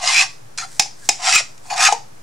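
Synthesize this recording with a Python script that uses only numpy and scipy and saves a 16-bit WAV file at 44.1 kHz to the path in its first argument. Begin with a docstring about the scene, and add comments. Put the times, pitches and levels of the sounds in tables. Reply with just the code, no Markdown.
"""On a craft table in a small room with a low hum, a box of thin wooden board is scraped in four quick strokes.
Random friction slips excite a rasp, the hollow body and a gliding panel ring; brief groans join them.
Faint brushing and light touches lie between; two sharp clicks, made of a noise burst and dying modes,
overload the recorder. The box chatters into the last stroke, and hollow modal knocks sound as it ends."""
import sys
import numpy as np
from scipy import signal
from scipy.fft import rfft, irfft, next_fast_len
from scipy.io import wavfile

SR = 44100
rng = np.random.default_rng(int(sys.argv[2]) if len(sys.argv) > 2 else 0)


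def to_wav(s):
    """Save 16-bit WAV."""
    ch = np.atleast_2d(s).T  # columns
    pcm = np.round(np.clip(ch, -1, 1) * 32767)  # PCM
    wavfile.write(sys.argv[1], SR, pcm.astype(np.int16))


N = 98122
TIME = np.arange(N) / SR
HZ = np.fft.rfftfreq(8192, 1 / SR)


def amp(db):
    """Level law: decibels to amplitude gain."""
    return 10 ** (np.asarray(db) / 20)


def evened(x):
    """Power normalisation to unit rms."""
    return x / np.sqrt(np.mean(x ** 2) + 1e-20)


def read(points):
    """Logarithmic frequency scale: interpolates a spectrum table onto the grid HZ."""
    hz, value = np.transpose(points)
    return np.interp(np.log(HZ + 1), np.log(hz + 1), value)


def level(s, db):
    """Amplitude envelope, linear in decibels, that fades quickly outside its points."""
    outside_s = np.maximum(s[0] - TIME, 0) + np.maximum(TIME - s[-1], 0)
    return amp(np.interp(TIME, s, db) - 900 * outside_s)  # fade in dB per second


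def add(mix, s, sound):
    """Superposition: adds a sound to the mix from a given time."""
    part = mix[:, max(round(s * SR), 0):][:, :sound.shape[-1]]
    part += sound[..., :part.shape[1]]


def colour(x, db):
    """Minimum-phase filtering: a causal response of unit power with a given gain shape in dB."""
    log_gain = np.log(amp(np.maximum(db - db.max(), -100)))
    mirrored = np.r_[log_gain, log_gain[-2:0:-1]]
    # The Hilbert transform of the log gain supplies the phase
    spectrum = np.exp(np.conj(signal.hilbert(mirrored)))
    taps = np.fft.ifft(spectrum).real[:4096]
    taps = taps / np.linalg.norm(taps)
    return signal.fftconvolve(x, taps[None], axes=1)[:, :x.shape[1]]


def drift(rate_hz):
    """Low-pass random process of unit rms, with most of its motion below a rate."""
    size = next_fast_len(N, True)
    spectrum = rfft(rng.standard_normal(size))
    lowpass = 1 / (1 + (np.fft.rfftfreq(size, 1 / SR) / rate_hz) ** 4)
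    return evened(irfft(spectrum * lowpass, size)[:N])


def pair(mid, side, side_db):
    """Sum and difference stereo: left and right from a shared and an opposed part."""
    opposed = amp(side_db) * side
    return np.array([mid + opposed, mid - opposed])


def pan(db):
    """Interchannel level difference: left and right gains, left louder for positive dB."""
    return amp(np.array([[db], [-db]]) / 2)


def resonate(x, hz, width_hz):
    """Complex one-pole resonance: shifts a moving pitch to zero, smooths, and shifts it back."""
    turn = np.exp(2j * np.pi * np.cumsum(hz) / SR)
    radius = np.exp(-np.pi * width_hz / SR)
    smoothed = signal.lfilter([1 - radius], [1, -radius], x / turn)
    return 2 * (turn * smoothed).real


def rubbed(x, hz, width_hz):
    """Cascaded resonance: two in series give steeper skirts, at unit rms."""
    once = resonate(x, hz, width_hz)
    return evened(resonate(once, hz, width_hz))


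def ring(modes, t, rise_s):
    """Modal decay: a sum of exponentially dying modes with a soft build-up."""
    total = sum(amp(db - 60 * t / t60_s) * np.sin(2 * np.pi * hz * t) for hz, db, t60_s in modes)
    return total * (1 - np.exp(-(t / rise_s) ** 2))


def background():
    """Stationary noise and wavering hum: coloured noise with slowly modulated low sines."""
    # Room noise spectrum: hz, level_db (relative)
    floor_colour = [(20, -10.5), (40, -24.5), (80, -18), (115, -9), (260, -18.5), (850, -19.5),
                    (3500, -30.5), (5800, -27.5), (11000, -34.5), (15500, -44.5)]
    # Hum components: hz (centre), level_db (before the stereo width)
    hum_tones = [(117.5, -58.5), (141, -60), (193, -72)]
    floor_db, floor_side_db = -50.5, 5.5
    hum_wander_hz, hum_waver_db = 1.63, 2
    noise = pair(*rng.standard_normal((2, N + 4096)), floor_side_db)
    air = colour(noise, read(floor_colour))[:, -N:]  # drops the filter's build-up
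    hum = np.zeros(N)
    for hz, db in hum_tones:
        pitch_hz = hz + hum_wander_hz * drift(rate_hz=6.4)
        tone = np.sin(2 * np.pi * np.cumsum(pitch_hz) / SR)
        waver = amp(hum_waver_db * drift(rate_hz=5.0))
        hum += amp(db) * evened(tone * waver)
    return amp(floor_db) * air + hum


def friction():
    """Stick-slip friction: sparse slips of uneven size over smooth noise, swayed by judder."""
    grains_per_s, grain_spread_db, smooth_share = 1500, 2.8, 0.35
    judder_hz, judder_db, side_db = 138, 0.5, -5.5
    happens = rng.random((2, N)) < grains_per_s / SR
    sign = rng.choice([-1, 1], (2, N))
    size = amp(grain_spread_db * np.minimum(rng.exponential(1, (2, N)), 4))
    grains = evened(happens * sign * size) + smooth_share * rng.standard_normal((2, N))
    grains = grains * amp(judder_db * drift(judder_hz))
    return evened(pair(*grains, side_db))


def edge_echoes(x):
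    """Comb filtering: slips return from the panel edges after delays that shift with the contact."""
    delays_s, echo_share = (0.0011, 0.0023), 0.42
    wander, wander_hz = 0.07, 11  # fraction of the delay, and its rate
    out = x
    for delay_s in delays_s:
        back = np.round(delay_s * SR * (1 + wander * drift(wander_hz))).astype(int)
        out = out + echo_share * x[:, (np.arange(N) - back) % N]
    return evened(out)


def scrape(curve, rasp_colour, bands, ring_pitch, trim):
    """Source and resonator: friction drives a banded rasp, the hollow body and a gliding panel ring."""
    # Resonances of the box under friction: hz, width_hz, lift_db
    box_modes = [(744, 64, 7), (784.5, 47.3, 9), (887, 42, 12), (1927, 60, 6), (2084, 61, 7.5)]
    # Spectrum of the hollow body before those lifts: hz, level_db (relative)
    body_colour = [(200, -47.5), (450, -21.5), (600, -10.5), (700, 7), (900, -2.5), (1050, 8), (1500, -36)]
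    rasp_low_hz, rasp_top_hz = 955, 11000
    ring_width_hz, ring_wander, ring_wander_hz = 313, 0.014, 25  # wander as a fraction of the pitch
    overtone_ratio, overtone_db = 2.2, -10.5
    s, rasp_db, body_db, ring_db = np.transpose(curve)
    rasp_trim, body_trim, ring_trim, pan_db = trim

    box = sum(db / (1 + (2 * (HZ - hz) / width_hz) ** 2) for hz, width_hz, db in box_modes + bands)
    band_loss = 10 * np.log10(1 + (rasp_low_hz / (HZ + 1)) ** 10 + (HZ / rasp_top_hz) ** 10)
    shape = read(rasp_colour) + box - band_loss
    # The rasp level refers to its part above 3 kHz
    treble_share = np.linalg.norm(amp(shape)[HZ > 3000]) / np.linalg.norm(amp(shape))
    rasp = colour(edge_echoes(friction()) * level(s, rasp_db + rasp_trim), shape) / treble_share

    body = colour(friction() * level(s, body_db + body_trim), read(body_colour) + box)

    pitch_hz = np.interp(TIME, *np.transpose(ring_pitch)) * (1 + ring_wander * drift(ring_wander_hz))
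    drive = friction()
    overtone = rubbed(drive, pitch_hz * overtone_ratio, ring_width_hz)
    panel = rubbed(drive, pitch_hz, ring_width_hz) + amp(overtone_db) * overtone
    panel = panel * level(s, ring_db + ring_trim)
    return (rasp + panel) * pan(pan_db) + body * pan(db=3.0)


def groans():
    """Frictional excitation of one resonance: narrow bands of slips glide as brief groans and squeaks."""
    # Gliding tones: start_s, length_s, first_pitch_hz, last_pitch_hz, level_db (before panning)
    glides = [(0.013, 0.12, 7010, 6420, -32), (0.031, 0.041, 714, 688, -29), (0.178, 0.008, 2465, 2463, -7),
              (0.619, 0.03, 1337, 1393, -32.5), (1.014, 0.062, 1660, 1610, -51),
              (1.325, 0.053, 2610, 2505, -16.5), (1.393, 0.018, 747, 616, -33.5),
              (1.848, 0.032, 1680, 1470, -24.5), (1.875, 0.02, 1234, 1277, -23),
              (1.92, 0.04, 523, 430, -44)]
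    width_hz = 95
    out = np.zeros((2, N))
    drive = friction()
    for s, length_s, first_hz, last_hz, db in glides:
        u = np.arange(0, length_s, 1 / SR) / length_s
        slips = np.roll(drive, -round(s * SR), axis=1)[:, :len(u)]
        pitch_hz = first_hz + (last_hz - first_hz) * u
        tone = rubbed(slips, pitch_hz, width_hz) * np.sqrt(np.sin(np.pi * u))
        add(out, s, amp(db) * evened(tone))
    return out * pan(db=4.0)


def brush():
    """Broadband friction noise: light contact with the table gives a faint high swish."""
    # Envelope of the brushing: time_s, level_db
    envelope = [(.3, -50), (.55, -82), (.66, -50), (.73, -41.5), (.79, -44), (.9, -76), (.98, -52),
                (1.06, -42), (1.1, -43.5), (1.2, -55), (1.62, -59), (1.67, -43.5), (1.72, -52)]
    # Spectrum of the brushing: hz, level_db (relative)
    swish_colour = [(400, -45), (1000, -11.5), (1600, 1.5), (3000, -8), (5000, 3.5), (8500, 4.5),
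                    (12000, -11.5), (15500, -20.5)]
    return colour(friction() * level(*np.transpose(envelope)), read(swish_colour))


def crack(t, peak_s):
    """Impulsive noise: a burst swells and dies within milliseconds, then the panels rattle unevenly."""
    # Spectrum of the burst and rattle: hz, level_db (relative)
    crack_colour = [(100, -37), (250, -10.5), (500, -12.5), (800, -4), (1300, -11.5), (2400, 3), (3200, -5),
                    (5200, 2.5), (7000, 3.5), (9000, -9.5), (10500, -13), (15000, -46)]
    crack_db, tail_db, tail_s = -2.5, -22, 0.036  # tail: level against the burst, time constant
    rattle_hz, rattle_db = 150, 0.5
    u = t / peak_s
    burst = u * np.exp(1 - u)
    rattle = amp(tail_db + rattle_db * drift(rattle_hz)[:len(t)])
    rattle = rattle * np.exp(-t / tail_s) * (1 - np.exp(-u))
    noise = pair(*rng.standard_normal((2, len(t))), side_db=-5.5)
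    return amp(crack_db) * colour(noise * (burst + rattle), read(crack_colour))


def blows():
    """Impact excitation: light touches are noise bursts; clicks and hollow knocks add dying modes."""
    # Light touches: start_s, level_db (relative)
    touches = [(0.5755, -22), (0.8215, -17.5), (1.578, -39)]
    # Sharp clicks: start_s, level_db (relative), left_right_db
    clicks = [(0.7951, -2.5, 2), (1.0891, -2.3, 0.5)]
    # Modes of a click: hz, level_db (relative), t60_s
    click_modes = [(756.5, -11, 0.077), (817, -13, 0.077), (1880, -11, 0.028), (2396, -7.5, 0.029),
                   (2532, -9, 0.029), (3744, -20.5, 0.1), (5000, -14, 0.14), (5260, 0.5, 0.026),
                   (5900, -38, 0.1), (6940, -18, 0.072)]
    # Knocks of the box on the table: start_s, level_db (relative), tick_db and deep_ring_db (relative to it)
    knocks = [(0.857, -22, -12, -40), (1.7115, -6, -27, -50), (1.732, -11.5, -33, -48),
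              (1.886, 2, -37, -44), (1.8985, -4, -30, -42), (1.923, 4, -19, -21.5)]
    # Hollow modes of a knock: hz, level_db (relative), t60_s
    knock_modes = [(774, -8.5, 0.032), (827.5, 5.5, 0.023), (932, -10, 0.024), (2970, -13, 0.021)]
    # Longer modes of its deep ring: hz, level_db (relative), t60_s
    deep_modes = [(426, -17, 0.13), (471, -3.5, 0.11), (758, -4, 0.12), (918, 0, 0.12)]
    touch_peak_s, click_peak_s, knock_peak_s = 0.0013, 0.0019, 0.0031
    click_rise_s, knock_rise_s = 0.0016, 0.0042
    out = np.zeros((2, N))
    t = np.arange(SR // 3) / SR
    for s, db in touches:
        add(out, s, amp(db) * crack(t, touch_peak_s))
    for s, db, pan_db in clicks:
        click = crack(t, click_peak_s) + ring(click_modes, t, click_rise_s)
        add(out, s, amp(db) * pan(pan_db) * click)
    for s, db, tick_db, deep_db in knocks:
        hollow = ring(knock_modes, t, knock_rise_s) + amp(deep_db) * ring(deep_modes, t, knock_rise_s)
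        tick = amp(tick_db) * crack(t, knock_peak_s)
        add(out, s, amp(db) * (pan(db=4.5) * hollow + tick))
    return out


def room(x):
    """Reverberation: early reflections from the table and a short tail, different at each side."""
    # Decay of the tail: hz, t60_s
    decay = [(200, 0.27), (2500, 0.26), (5000, 0.33), (9000, 0.25)]
    tail_db, early_db, early_s = -11.5, -10, 0.018  # levels against the direct sound; time constant
    t = np.arange(SR // 2) / SR
    shape = (2, len(t))
    echoes = rng.choice([-1., 1.], shape) * (rng.random(shape) < 4000 / SR) * (t > 0.006)
    hz, at_s, z = signal.stft(echoes, SR, nperseg=256)
    t60_s = np.interp(hz, HZ, read(decay))[:, None]
    tail = signal.istft(z * amp(-60 * at_s / t60_s), SR, nperseg=256)[1][:, :len(t)]
    early = rng.standard_normal(shape) * (rng.random(shape) < 1200 / SR) * (t > 0.002)
    early = early * np.exp(-t / early_s)
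    response = np.zeros(shape)
    for db, part in [(tail_db, tail), (early_db, early)]:
        response = response + amp(db) * part / np.linalg.norm(part, axis=1, keepdims=True)
    return x + signal.fftconvolve(x, response, axes=1)[:, :N]


def widen(x):
    """Frequency-dependent stereo width: the microphone pair hears some bands wider than others."""
    # Gain of the left-right difference: hz, gain_db
    width = [(60, -12), (130, -12.5), (350, 3.5), (750, -3), (1300, -2), (2500, -5), (5500, -8.5),
             (8500, -1), (13000, -5.5)]
    gain = amp(np.interp(np.fft.rfftfreq(N, 1 / SR), HZ, read(width)))
    side = irfft(rfft((x[0] - x[1]) / 2) * gain, N)
    return x.mean(0) + np.array([side, -side])


def scene():
    """Superposition of sources: strokes, groans, blows and brushing in the room, over its background."""
    # Four strokes, the last with a short catch before it as a table of its own; levels before trims:
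    # time_s, rasp_db (its part above 3 kHz), body_db, panel_ring_db
    curves = [
        [(0.0, -37.5, -30, -55), (0.036, -25, -30, -50), (0.08, -16, -26, -43), (0.096, -17.5, -17.5, -28),
         (0.158, -16.5, -37, -13.5), (0.18, -16.5, -28, -10), (0.22, -15, -25, -11.5), (0.244, -26, -29.5, -43),
         (0.3, -64, -68, -59)],
        [(.5755,-66,-52,-62), (.5775,-28.5,-33,-45), (.585,-22,-39.5,-25), (.6,-28,-37.5,-30),
         (.628,-31,-36,-48), (.648,-32.5,-30.5,-46), (.68,-66,-58,-60)],
        [(1.17, -56, -73, -61), (1.19, -40, -37, -61), (1.272, -13.5, -23, -36.5), (1.324, -15.5, -29, -28),
         (1.354, -10, -35, -11.5), (1.37, -13, -28, -16), (1.402, -21, -36, -26), (1.42, -33.5, -65, -48),
         (1.46, -64, -72, -61)],
        [(1.652,-51,-50.5,-67), (1.697,-49.5,-45.5,-49), (1.703,-25,-32.5,-30), (1.724,-31.5,-27,-48),
         (1.741,-24,-33,-58), (1.76,-54,-33,-42)],
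        [(1.762,-29.5,-29,-44), (1.778,-23.5,-21,-27), (1.805,-18.5,-18,-19), (1.84,-11.5,-18.5,-24),
         (1.855,-10.5,-40,-12), (1.873,-12.5,-25,-10.5), (1.888,-22.5,-33,-19), (1.904,-33,-57,-50),
         (1.918,-29,-19.5,-51)],
    ]
    # Spectrum of the rasp before lifts and band limits, one table per curve: hz, level_db (relative)
    rasp_colours = [
        [(530, -20), (900, -33), (1000, -12.5), (1510, -14), (2480, -9.5), (3210, -11.5), (7320, -13),
         (11000, -24.5), (15000, -79.5)],
        [(530, -29), (1390, -1.5), (2420, -9), (3500, -11), (6660, -4.5), (10800, -16), (15000, -41)],
        [(530, -51), (1340, -3), (1700, -12.5), (2400, -6), (3170, -9.5), (7580, -9.5), (10500, -21),
         (15000, -58)],
        [(530, -20.5), (900, 0), (2570, -14.5), (6740, -12.5), (11300, -21.5), (15000, -57)],
        [(530, -60.5), (1000, -11), (1250, 1.5), (2700, -8), (3400, -5.5), (6350, -3.5), (11000, -17.5),
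         (15000, -44)],
    ]
    # Higher resonances, which change with the place of contact, one table per curve: hz, width_hz, lift_db
    contact_bands = [
        [(1135, 69, 10.5), (3480, 71, 1.5), (4076, 110, 8), (5024, 150, 11.5), (5610, 89, 9), (6410, 110, 6.5),
         (7240, 130, 5)],
        [(1400, 180, 3.5), (3420, 75, 13), (4190, 120, 15.5), (4800, 220, 12), (5610, 120, 7.5), (6600, 69, 10),
         (7200, 110, 7)],
        [(1434, 74, 0.5), (2560, 40, 11), (4830, 360, 4.5), (5570, 110, 13.5), (6700, 140, 4.5), (7360, 84, 11)],
        [(2470, 210, 6), (3400, 67, 12), (4530, 490, 14.5), (5270, 200, 7), (6560, 150, 13), (6900, 160, 13.5)],
        [(1265, 62, 4.5), (2400, 90, -11), (4940, 110, 9.5), (5500, 74, 7.5), (6170, 70, -9), (6500, 130, 6.5),
         (7920, 110, 9.5)],
    ]
    # Panel ring as the contact travels, one table per curve: time_s, pitch_hz (before its random wander)
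    ring_pitches = [
        [(.09, 2780), (.125, 2540), (.18, 2402), (.22, 2605)],
        [(.58, 2320), (.62, 2460)],
        [(1.3, 2610), (1.36, 2547), (1.41, 2440)],
        [(1.7, 2430), (1.75, 2500)],
        [(1.82, 2435), (1.852, 2615), (1.88, 2423)],
    ]
    # Trims, one row per curve: rasp_db, body_db, ring_db, left_right_db (of rasp and ring)
    trims = [(0, -3.5, -2, 0.2), (-0.5, -7, -6, 0.2), (-1, -1, -2.5, 0.1), (-0.5, 3, 2.5, 0.5),
             (0, -3, -1.5, 0)]
    strokes = sum(scrape(*stroke) for stroke in zip(curves, rasp_colours, contact_bands, ring_pitches, trims))
    return widen(room(strokes + groans() + blows() + brush()) + background())


def record(dry):
    """Saturation and band limiting: peaks clip around a slight offset, then a low-pass filter acts."""
    offset, ceiling, knee = -0.012, 0.96, 19  # a higher knee exponent gives a harder clip
    edge_hz = 15800
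    x = dry + offset
    clipped = x / (1 + abs(x / ceiling) ** knee) ** (1 / knee)
    lowpass = signal.firwin(511, edge_hz, window=("kaiser", 9), fs=SR)
    return signal.oaconvolve(clipped, lowpass[None], "same")


dry = scene()
out = record(dry)
to_wav(out)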